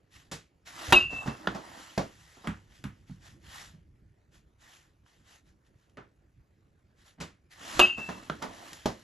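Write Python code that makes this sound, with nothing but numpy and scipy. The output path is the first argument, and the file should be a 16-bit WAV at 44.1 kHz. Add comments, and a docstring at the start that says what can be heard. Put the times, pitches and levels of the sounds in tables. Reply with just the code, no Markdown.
"""A concrete basement batting cage: two swings at a baseball on a tee. The metal bat cracks and rings,
its tone split by Doppler shift as the barrel sweeps on. The tee rocks and claps down on its base,
the net sways and swishes, the ball drops onto concrete and bounces across a rubber mat.
Shoes scuff and clothes rustle over a low room rumble."""
import sys
import numpy as np
from scipy import signal
from scipy.fft import rfft, irfft, next_fast_len
from scipy.io import wavfile
from scipy.ndimage import uniform_filter1d, map_coordinates

SR = 44100
rng = np.random.default_rng(int(sys.argv[2]) if len(sys.argv) > 2 else 0)


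def transcribe(signal):
    """Save signal, clipped to [-1, 1], as a 16-bit WAV file at the path in sys.argv[1]."""
    frames = np.atleast_2d(signal).T
    limited = np.clip(frames, -1, 1)
    pcm = np.round(limited * 32767).astype(np.int16)
    wavfile.write(sys.argv[1], SR, pcm)


N = 398480

# Bat meets ball. Each row: start in seconds, crack in dB, barrel tone in dB, its t60 in seconds,
# head start of the barrel's turn in seconds, air push in dB, its fall in seconds, net swish in dB.
HITS = [(0.9239, 11, -26.5, 0.75, 0.0022, -38.5, 0.091, -1),
        (7.7938, 10, -27.5, 0.67, 0.0029, -42, .035, -6.5)]
# Hollow knock of bat and ball. Each row: frequency in Hz, level in dB, t60 in seconds.
KNOCK_MODES = [(362, 1, 0.21), (609, -2.5, 0.15), (764, 0, .09), (1032, -2, .08), (1117, -3, 0.13)]
# The barrel's other modes. Each row: frequency in Hz, level in dB in hit one, the same in hit two,
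# t60 in seconds, share of bat speed at the radiating part.
BARREL_MODES = [(2340, -33, -37, 0.22, .55), (2989, -28.5, -21.5, .28, 0.93),
                (3843, -19, -27.5, .165, 0.48), (4830, -41, -40.5, 0.33, 0.78), (6780, -43, -38, 0.29, 1)]
# The turning barrel beams its tone at the microphone. Each row: time after contact in seconds,
# width in seconds, dB over the tone off the walls, share of bat speed toward the microphone.
BEAMS = [(.006, .007, 12, -0.85), (.024, .009, 13.5, .9), (.051, .015, 18, -.86), (.11, 0.033, 4.5, .99),
         (0.256, 0.049, 10.5, -.3)]
# Ball on concrete, ball on mat, shoes on mat and, at 5.971 s, a light tap of the bat on the batter. # Each row:
# start in seconds, blow in dB, thump in dB, treble tilt in dB per octave.
DROPS = [(1.977, 0.5, -23.5, -1), (8.857, -1, -26, .5)]
BOUNCES = [(2.472, -8, -21, -0.5), (2.84, -15.5, -26, 1.5), (3.097, -35, -31, -4)]
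STEPS = [(0.314, -16, -31, 0.5), (3.735, -48, -38.5, -8), (5.971, -25.5, -39.5, -12.5),
         (7.179, -38, -39, -13), (7.202, -17, -28.5, -2)]
# The tee's base lands. Each row: start in seconds, blow in dB, thump in dB, resonance in Hz.
TEE_CLAPS = [(1.472, -1, -23.5, 1440), (8.298, -6.5, -30, 1356)]
# Its ring. Each row: multiple of the resonance, dB against the blow, t60 in seconds.
TEE_MODES = [(1, -13.5, 0.027), (1.18, -18, 0.021), (2.42, -25.5, 0.016)]
# Tee and net frame shake. Each row: start in seconds, blow in dB, thump in dB, length in seconds.
RATTLES = [(1.124, -21.5, -38.5, 0.043), (1.259, -16.5, -28.5, 0.037), (1.273, -15, -26, 0.061),
           (1.545, -15, -41.5, .07), (2.368, -34.5, -55, .05), (2.437, -21, -53, 0.38),
           (7.975, -18.5, -39, 0.1), (8.087, -15, -31.5, 0.025), (8.419, -11.5, -44, .08),
           (8.72, -32, -49, 0.055)]
# Gear, ball and net fittings. 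Each row: start in seconds, blow in dB, treble tilt in dB per octave.
TAPS = [(1.275, -17, -6), (4.323, -51, 0.5), (4.697, -40, -2), (5.062, -43.5, -8), (5.665, -51, 2),
        (5.896, -48, 1), (5.971, -32, -5.5), (8.091, -19, -9.5), (8.424, -15.5, -1.5), (8.731, -18.5, 3)]
# Soft footfalls. Each row: start in seconds, thump in dB.
FOOTFALLS = [(3.919, -56.5), (4.038, -57), (4.381, -58.5), (4.634, -64.5), (5.017, -64), (5.302, -60.5),
             (6.387, -67)]
# Low ring of floor and mat. Each row: frequency in Hz, level in dB, t60 in seconds.
FLOOR_MODES = [(61.47, -15.5, 0.24), (100.5, -17, 0.33), (154.7, -3.5, 0.15), (193.3, -4.5, 0.16),
               (247, -6, 0.092)]
# Clothes and gloves rub; the floor rumbles as the batter shifts weight.
# Each row: start in seconds, level in dB, rise in seconds, fall in seconds.
RUBS = [(.09, -58.5, 0.069, 0.081), (.648, -49, 0.034, 0.029), (2.67, -65, 0.093, 0.061),
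        (3.06, -69, 0.031, 0.1), (3.18, -59, 0.095, 0.065), (3.38, -49, 0.22, 0.079),
        (4.3, -65, 0.057, 0.043), (4.57, -61, 0.083, 0.099), (4.65, -59.5, 0.089, 0.095),
        (5.04, -69, .04, 0.16), (5.21, -59.5, 0.13, .045), (5.43, -71.5, 0.057, .04),
        (5.63, -75, 0.043, 0.022), (5.7, -76.5, 0.13, 0.057), (6.94, -67.5, 0.085, 0.027),
        (7.03, -60, .05, 0.041), (7.494, -56.5, 0.03, 0.028)]
WEIGHT_SHIFTS = [(.05, -64, 0.13, 0.17), (.6, -55.5, .5, .3), (2.4, -59.5, .3, 0.71),
                 (3.1, -57, 0.26, 0.51), (7.4, -61, 0.58, 0.8)]
# Source spectra. Each row: frequency in Hz, relative density in dB.
CRACK_DB = [(40, -12.5), (120, -15), (230, -3.5), (360, -8.5), (500, -11), (780, -1.5), (1200, -3),
            (2000, -14.5), (3800, -14), (5500, -24.5), (12000, -28)]
CONCRETE_DB = [(100, -12.5), (220, 0.5), (400, -3.5), (650, 0.5), (1000, -6.5), (1500, -14.5),
               (3000, -19.5), (5600, -19.5), (8500, -27.5), (12000, -32)]
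MAT_DB = [(100, -10.5), (230, 3), (330, -2), (480, -14), (800, -7.5), (1200, -5), (1700, -7.5), (3000, -15),
          (5000, -26.5), (8000, -25.5), (12000, -32)]
TEE_DB = [(100, -20.5), (200, -1.5), (550, -7), (1000, -8.5), (1500, -5.5), (2400, -21.5), (3400, -15.5),
          (4200, -23), (6800, -33.5), (12000, -48)]
FRAME_DB = [(120, -21.5), (200, 0), (420, -5), (920, -4.5), (1480, -12), (2500, -21), (5400, -23.5),
            (11000, -36.5)]
SHOE_DB = [(100, -28.5), (200, -5), (400, -5), (1640, -9.5), (4000, -11), (8000, -11.5), (12000, -22.5)]
CLOTH_DB = [(300, -23), (700, -9.5), (1100, -10), (1550, -7), (1870, -3), (2300, -10), (3000, -7),
            (4800, -11.5), (7100, -11.5), (10000, -16.5), (12000, -19)]
NET_DB = [(110, -29.5), (180, -0.5), (326, 6), (402, -8), (618, 0), (1250, -2), (1510, -7), (1900, -8),
          (2500, -22.5), (3250, -43), (5500, -120)]
RUMBLE_DB = [(20, -19), (42, -5), (70, -1.5), (115, -3.5), (150, -7.5), (250, -16), (335, -15),
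             (420, -27.5), (600, -32.5), (1000, -59)]
HISS_DB = [(150, -18), (400, -6), (1000, -18.5), (1900, -16.5), (3400, -25.5), (12000, -32)]
# Basement reverberation. Each row: frequency in Hz, t60 in seconds.
ROOM_T60_S = [(100, .3), (300, 0.29), (800, 0.19), (2000, 0.27), (5000, 0.23), (12000, 0.21)]
# Width of diffuse sound. Each row: frequency in Hz, side against mid in dB.
WIDTH_DB = [(50, -20), (140, -14.5), (280, -10.5), (560, -4.5), (1100, 1), (2200, -7.5), (4500, -10.5),
            (11000, -10)]
# Microphone response. Each row: frequency in Hz, gain in dB.
MIC_DB = [(7000, 2), (8200, -1), (8950, -31), (9800, 2), (11500, 2)]
# Port imbalance. Each row: frequency in Hz, left over right in dB.
BALANCE_DB = [(50, -0.5), (200, -2.5), (700, -2.5), (1300, -3.5), (2600, 1.5), (4000, 1.5), (8000, 0),
              (11000, 0)]
# Port phase. Each row: frequency in Hz, lead of left over right in radians.
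LEFT_LEAD_RAD = [(60, .1), (200, -.15), (430, -.5), (690, .5), (1200, -.7), (2000, .7), (2600, .75),
                 (4100, -.55), (7000, -.75), (9000, -1)]


def bat_crack(knock_db=-31.5):
    """The ball squashes against the barrel; the wave from its far side returns inverted off concrete."""
    out, t = np.zeros((2, N)), blow_time()
    air_spectrum_db = [(20, -5.5), (45, 1.5), (100, -2.5), (200, -15), (500, -58.0)]
    for start_s, db, *_, air_db, air_fall_s, _ in HITS:
        blow = basement(contact(length_s=.018, push=.9), wet_db=-5, echo=-.9, echo_s=.00465)
        add(out, start_s, amp(db) * coloured(blow, CRACK_DB))
        knock = sum(amp(mode_db - 60 * t / t60_s) * np.sin(2 * np.pi * (hz * t + rng.random()))
                    for hz, mode_db, t60_s in KNOCK_MODES)
        add(out, start_s, amp(db + knock_db) * knock * attack(t, .003))
        # the swing shoves a slow lump of air through the cage
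        air = unit(coloured(rng.standard_normal(len(t)), air_spectrum_db))
        add(out, start_s - .05, amp(air_db) * air * swell(t, 0.019, air_fall_s, shape=0.98))
    return out


def bat_ring(barrel_hz=2676.5, grip_s=0.435, grip_fade_s=.05):
    """The barrel rings; its main tone flares as beams sweep past, until the hands damp it."""
    out, t = np.zeros((2, N)), blow_time()
    grip = np.exp(-np.maximum(t - grip_s, 0) / grip_fade_s)
    for hit, (start_s, _, tone_db, tone_t60_s, ahead_s, *_) in enumerate(HITS):
        beams = sum(amp(db) * np.exp(-((t + ahead_s - at_s) / width_s) ** 2) * doppler(barrel_hz, toward)
                    for at_s, width_s, db, toward in BEAMS)
        tone = beams + scattered(barrel_hz)
        add(out, start_s, amp(tone_db - 60 * t / tone_t60_s) * grip * tone * attack(t, .004))
        for hz, *levels_db, t60_s, share in BARREL_MODES:
            paths = 0.56 * doppler(hz, share) + 0.76 * doppler(hz, -share) + 0.32 * scattered(hz)
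            add(out, start_s, amp(levels_db[hit] - 60 * t / t60_s) * paths * attack(t, 0.0027))
    return out


def doppler(hz, toward, speed_m_per_s=16, slowing_s=0.32):
    """A barrel mode on one path; toward is the share of bat speed along it. Approach raises the pitch."""
    t = blow_time()
    travel_m = np.cumsum(speed_m_per_s * np.exp(-(t / slowing_s) ** 2)) / SR
    return np.sin(2 * np.pi * (hz * (t + toward * travel_m / 343) + rng.random()))


def scattered(hz, count=10):
    """A mode off the walls, each path with its own Doppler shift and fade-in."""
    t, paths = blow_time(), []
    for k in range(count):
        toward = np.cos(np.pi * (k + rng.random()) / count)
        paths.append(doppler(hz, toward) * np.clip(t / rng.uniform(.002, 0.018), 0, 1))
    stereo_gains = 1 + 0.38 * rng.standard_normal((2, count))
    return stereo_gains @ np.array(paths) / np.sqrt(count / 2)


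def ball():
    """The ball falls from the net onto bare concrete and bounces on across the rubber mat."""
    drops = floor_blows(DROPS, CONCRETE_DB, length_s=0.026, push=0.35, wet_db=-2, thump_rise_s=0.0021)
    bounces = floor_blows(BOUNCES, MAT_DB, length_s=0.011, push=0.086, wet_db=-2, thump_rise_s=.007)
    return drops + bounces


def tee_claps():
    """The tipped tee falls back on its base, which rings with a short hollow note."""
    out, t = np.zeros((2, N)), blow_time()
    for start_s, db, thump_db, hz in TEE_CLAPS:
        clap = coloured(basement(contact(length_s=0.011, push=0.38), wet_db=-6), TEE_DB)
        note = sum(amp(mode_db - 60 * t / t60_s) * np.sin(2 * np.pi * hz * ratio * t)
                   for ratio, mode_db, t60_s in TEE_MODES)
        add(out, start_s, amp(db) * (clap + note * attack(t, 0.0015)) + thump(thump_db, rise_s=0.018))
    return out


def shoes():
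    """Shoes scuff and thump on the mat; at 5.97 s the bat taps lightly on the batter."""
    return floor_blows(STEPS, SHOE_DB, length_s=.06, push=0.2, wet_db=5.5, thump_rise_s=0.017)


def rattles():
    """The rocking tee and the net's frame shake in loose bursts."""
    out = np.zeros((2, N))
    for start_s, db, thump_db, length_s in RATTLES:
        shake = coloured(basement(contact(length_s, push=0.16), wet_db=4.5), FRAME_DB)
        add(out, start_s, amp(db) * shake + thump(thump_db, rise_s=0.0046))
    return out


def clothes_and_net(lead_s=0.29, rise_s=0.32, drag_delay_s=0.816):
    """Clothes rub, the bat whooshes; the net's folds swish, its mesh hisses and drags along the floor."""
    rub, air = swells(RUBS), np.zeros(N)
    for start_s, *_, swish_db in HITS:
        t = np.arange(N) / SR - start_s
        sleeves = amp(-41.5) * swell(t + lead_s, rise_s, fall_s=0.044, shape=0.9)
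        whoosh = amp(-46.5) * swell(t + lead_s, rise_s, fall_s=0.054)
        swish = amp(-49.5 + swish_db) * net_sway(t, hold_s=0.606, fade_db_per_s=68)
        mesh = amp(-57) * net_sway(t, hold_s=0.96, fade_db_per_s=23)
        drag = amp(-55) * swell(t - drag_delay_s, rise_s=0.07, fall_s=0.036)
        rub += sleeves + np.hypot(mesh, drag)
        air += whoosh + swish
    rustle = rub * rush(CLOTH_DB, patchy_db=1.5, grain_db=1.16)
    return rustle + air * rush(NET_DB, patchy_db=4, grain_db=2.5)


def net_sway(since_hit_s, hold_s, fade_db_per_s):
    """Gain of the net once the ball reaches it: holds, then dies away, swelling once per sway."""
    flight_s, rise_s, period_s, crest_s, depth_db = .17, 0.021, .62, 0.083, 3
    t = np.maximum(since_hit_s - flight_s, 0)
    sway_db = depth_db * np.cos(2 * np.pi * (t - crest_s) / period_s)
    return np.minimum(t / rise_s, 1) * amp(sway_db - fade_db_per_s * np.maximum(t - hold_s, 0))


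def taps_and_footfalls():
    """Gear, ball and net fittings tap lightly; soft footfalls thump the floor."""
    out = np.zeros((2, N))
    for start_s, db, tilt in TAPS:
        tap = basement(contact(length_s=.012, push=0.4), wet_db=-4)
        add(out, start_s, amp(db) * coloured(tap, CLOTH_DB, tilt))
    for start_s, db in FOOTFALLS:
        add(out, start_s, thump(db, rise_s=.014))
    return out


def room_tone(rumble_db=-68, hiss_db=-77.5):
    """A low rumble that grows as the batter shifts weight, with a very faint hiss."""
    level = np.hypot(amp(rumble_db), swells(WEIGHT_SHIFTS))
    rumble = rush(RUMBLE_DB, patchy_db=2.23, grain_db=1.03)
    return level * rumble + amp(hiss_db) * rush(HISS_DB, patchy_db=2.5, grain_db=-1.3)


def floor_blows(rows, spectrum, length_s, push, wet_db, thump_rise_s):
    """Blows of one kind, each with its own brightness and floor thump."""
    out = np.zeros((2, N))
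    for start_s, db, thump_db, tilt in rows:
        knock = coloured(basement(contact(length_s, push), wet_db), spectrum, tilt)
        add(out, start_s, amp(db) * knock + thump(thump_db, thump_rise_s))
    return out


def thump(db, rise_s):
    """The floor's low modes answer a blow, detuned at random each time."""
    t, ring = blow_time(), 0
    for hz, mode_db, t60_s in FLOOR_MODES:
        detuned_hz = hz * (1 + 0.09 * rng.standard_normal())
        ring += amp(mode_db - 60 * t / t60_s) * np.sin(2 * np.pi * detuned_hz * t)
    return amp(db) * ring * attack(t, rise_s)


def contact(length_s, push):
    """Force of energy 1: one push plus a gritty burst that falls 60 dB in length_s."""
    t = blow_time()
    grit = rng.standard_normal(len(t)) * attack(t, 0.0036)
    grit *= amp(-60 * t / length_s + 1.9 * wobble(360, len(t)))
    force = grit / np.linalg.norm(grit)
    force[round(.0005 * SR)] += push
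    return force / np.linalg.norm(force)


def basement(force, wet_db, echo=0.23, echo_s=.0048):
    """A blow, one hard reflection off the concrete, then a dense tail fed by the blow's power."""
    t = blow_time()
    hz, frame_s, bins = signal.stft(noise_pair(len(t)), SR, nperseg=256)
    decay = amp(-60 * frame_s / along(ROOM_T60_S, hz)[:, None])
    tail = signal.istft(bins * decay, SR, nperseg=256)[1][:, :len(t)]
    tail = tail * np.sqrt(np.cumsum(force ** 2)) * (1 - np.exp(-(t / 0.0066) ** 2))
    reflection = np.pad(force, (round(echo_s * SR), 0))[:len(t)]
    return force + echo * reflection + amp(wet_db) * tail / np.linalg.norm(tail[0])


def coloured(x, spectrum, tilt_db_per_octave=0, size=4096):
    """x through a minimum-phase body response of energy 1, tilted above 1500 Hz."""
    hz = np.fft.rfftfreq(size, 1 / SR)
    gain = amp(along(spectrum, hz) + tilt_db_per_octave * np.log2(np.maximum(hz / 1500, 1)))
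    cepstrum = irfft(np.log(np.maximum(gain, 1e-5)))[:size // 2]
    cepstrum[0] /= 2
    body = irfft(np.exp(rfft(2 * cepstrum, size)))
    body /= np.linalg.norm(body)
    return signal.fftconvolve(np.atleast_2d(x), body[None], axes=1)[:, :x.shape[-1]]


def rush(spectrum, patchy_db, grain_db):
    """Stereo noise of rms 1 with drifting patches and a fine grain."""
    bins = signal.stft(noise_pair(N), nperseg=512)[2]
    patches = uniform_filter1d(rng.standard_normal(bins.shape[1:]), size=6, axis=0)
    patches = uniform_filter1d(patches, size=10, axis=1)
    pair = signal.istft(bins * amp(patchy_db * unit(patches)), nperseg=512)[1][:, :N]
    grainy = pair * amp(grain_db * wobble(250, N))
    return unit(filtered(grainy, lambda hz: amp(along(spectrum, hz))))


def noise_pair(size):
    """Noise from all sides at two closely spaced microphones."""
    mid, side = rng.standard_normal((2, size))
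    side = filtered(side, lambda hz: amp(along(WIDTH_DB, hz)))
    return unit(np.array([mid + side, mid - side]))


def swell(t, rise_s, fall_s, shape=1.5):
    """Gain of one movement from t = 0: smooth rise, then fall."""
    rise = np.sin(np.pi / 2 * np.clip(t / rise_s, 0, 1)) ** 2
    return rise * np.exp(-(np.maximum(t - rise_s, 0) / fall_s) ** shape)


def swells(rows):
    """Gain of a table of movements, summed in power."""
    t = np.arange(N) / SR
    return np.sqrt(sum((amp(db) * swell(t - start_s, rise_s, fall_s)) ** 2
                       for start_s, db, rise_s, fall_s in rows))


def attack(t, rise_s):
    """Exponential rise from 0 to 1."""
    return 1 - np.exp(-t / rise_s)


def wobble(rate_hz, size):
    """Smooth random curve with knots at rate_hz."""
    knots = rng.standard_normal(int(size * rate_hz / SR) + 4)
    return map_coordinates(knots, [np.arange(size) * rate_hz / SR])


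def filtered(x, gain):
    """x times a gain that depends on frequency."""
    size = x.shape[-1]
    padded = next_fast_len(size + 8192)
    return irfft(rfft(x, padded) * gain(np.fft.rfftfreq(padded, 1 / SR)), padded)[..., :size]


def along(points, hz):
    """(Hz, value) points read on a log axis."""
    knots_hz, values = np.transpose(points)
    return np.interp(np.log(hz + 1), np.log(knots_hz + 1), values)


def amp(db):
    """Decibels to gain."""
    return 10 ** (np.asarray(db) / 20)


def unit(x):
    """Scale to rms 1."""
    return x / np.sqrt(np.mean(x ** 2) + 1e-20)


def blow_time():
    """Time axis of one blow, 0.6 s."""
    return np.arange(SR * 3 // 5) / SR


def add(out, start_s, x):
    """Mix x into out from start_s."""
    part = out[:, round(start_s * SR):][:, :x.shape[-1]]
    part += x[..., :part.shape[1]]


def scene():
    """Everything in the cage."""
    blows = bat_crack() + bat_ring() + ball() + tee_claps() + shoes() + rattles()
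    return blows + clothes_and_net() + taps_and_footfalls() + room_tone()


def record(dry, ceiling=.85, top_hz=11950):
    """Two unequal microphone ports with a treble dip, soft overload and a band limit."""
    def ports(hz):
        side = np.array([[.5], [-.5]])
        gain = amp(along(MIC_DB, hz) + side * along(BALANCE_DB, hz))
        return gain * np.exp(1j * side * along(LEFT_LEAD_RAD, hz))

    heard = filtered(dry, ports)
    heard = heard / (1 + (heard / ceiling) ** 6) ** (1 / 6)
    return filtered(heard, lambda hz: 1 / np.sqrt(1 + (hz / top_hz) ** 120))


dry = scene()
out = record(dry)
transcribe(out)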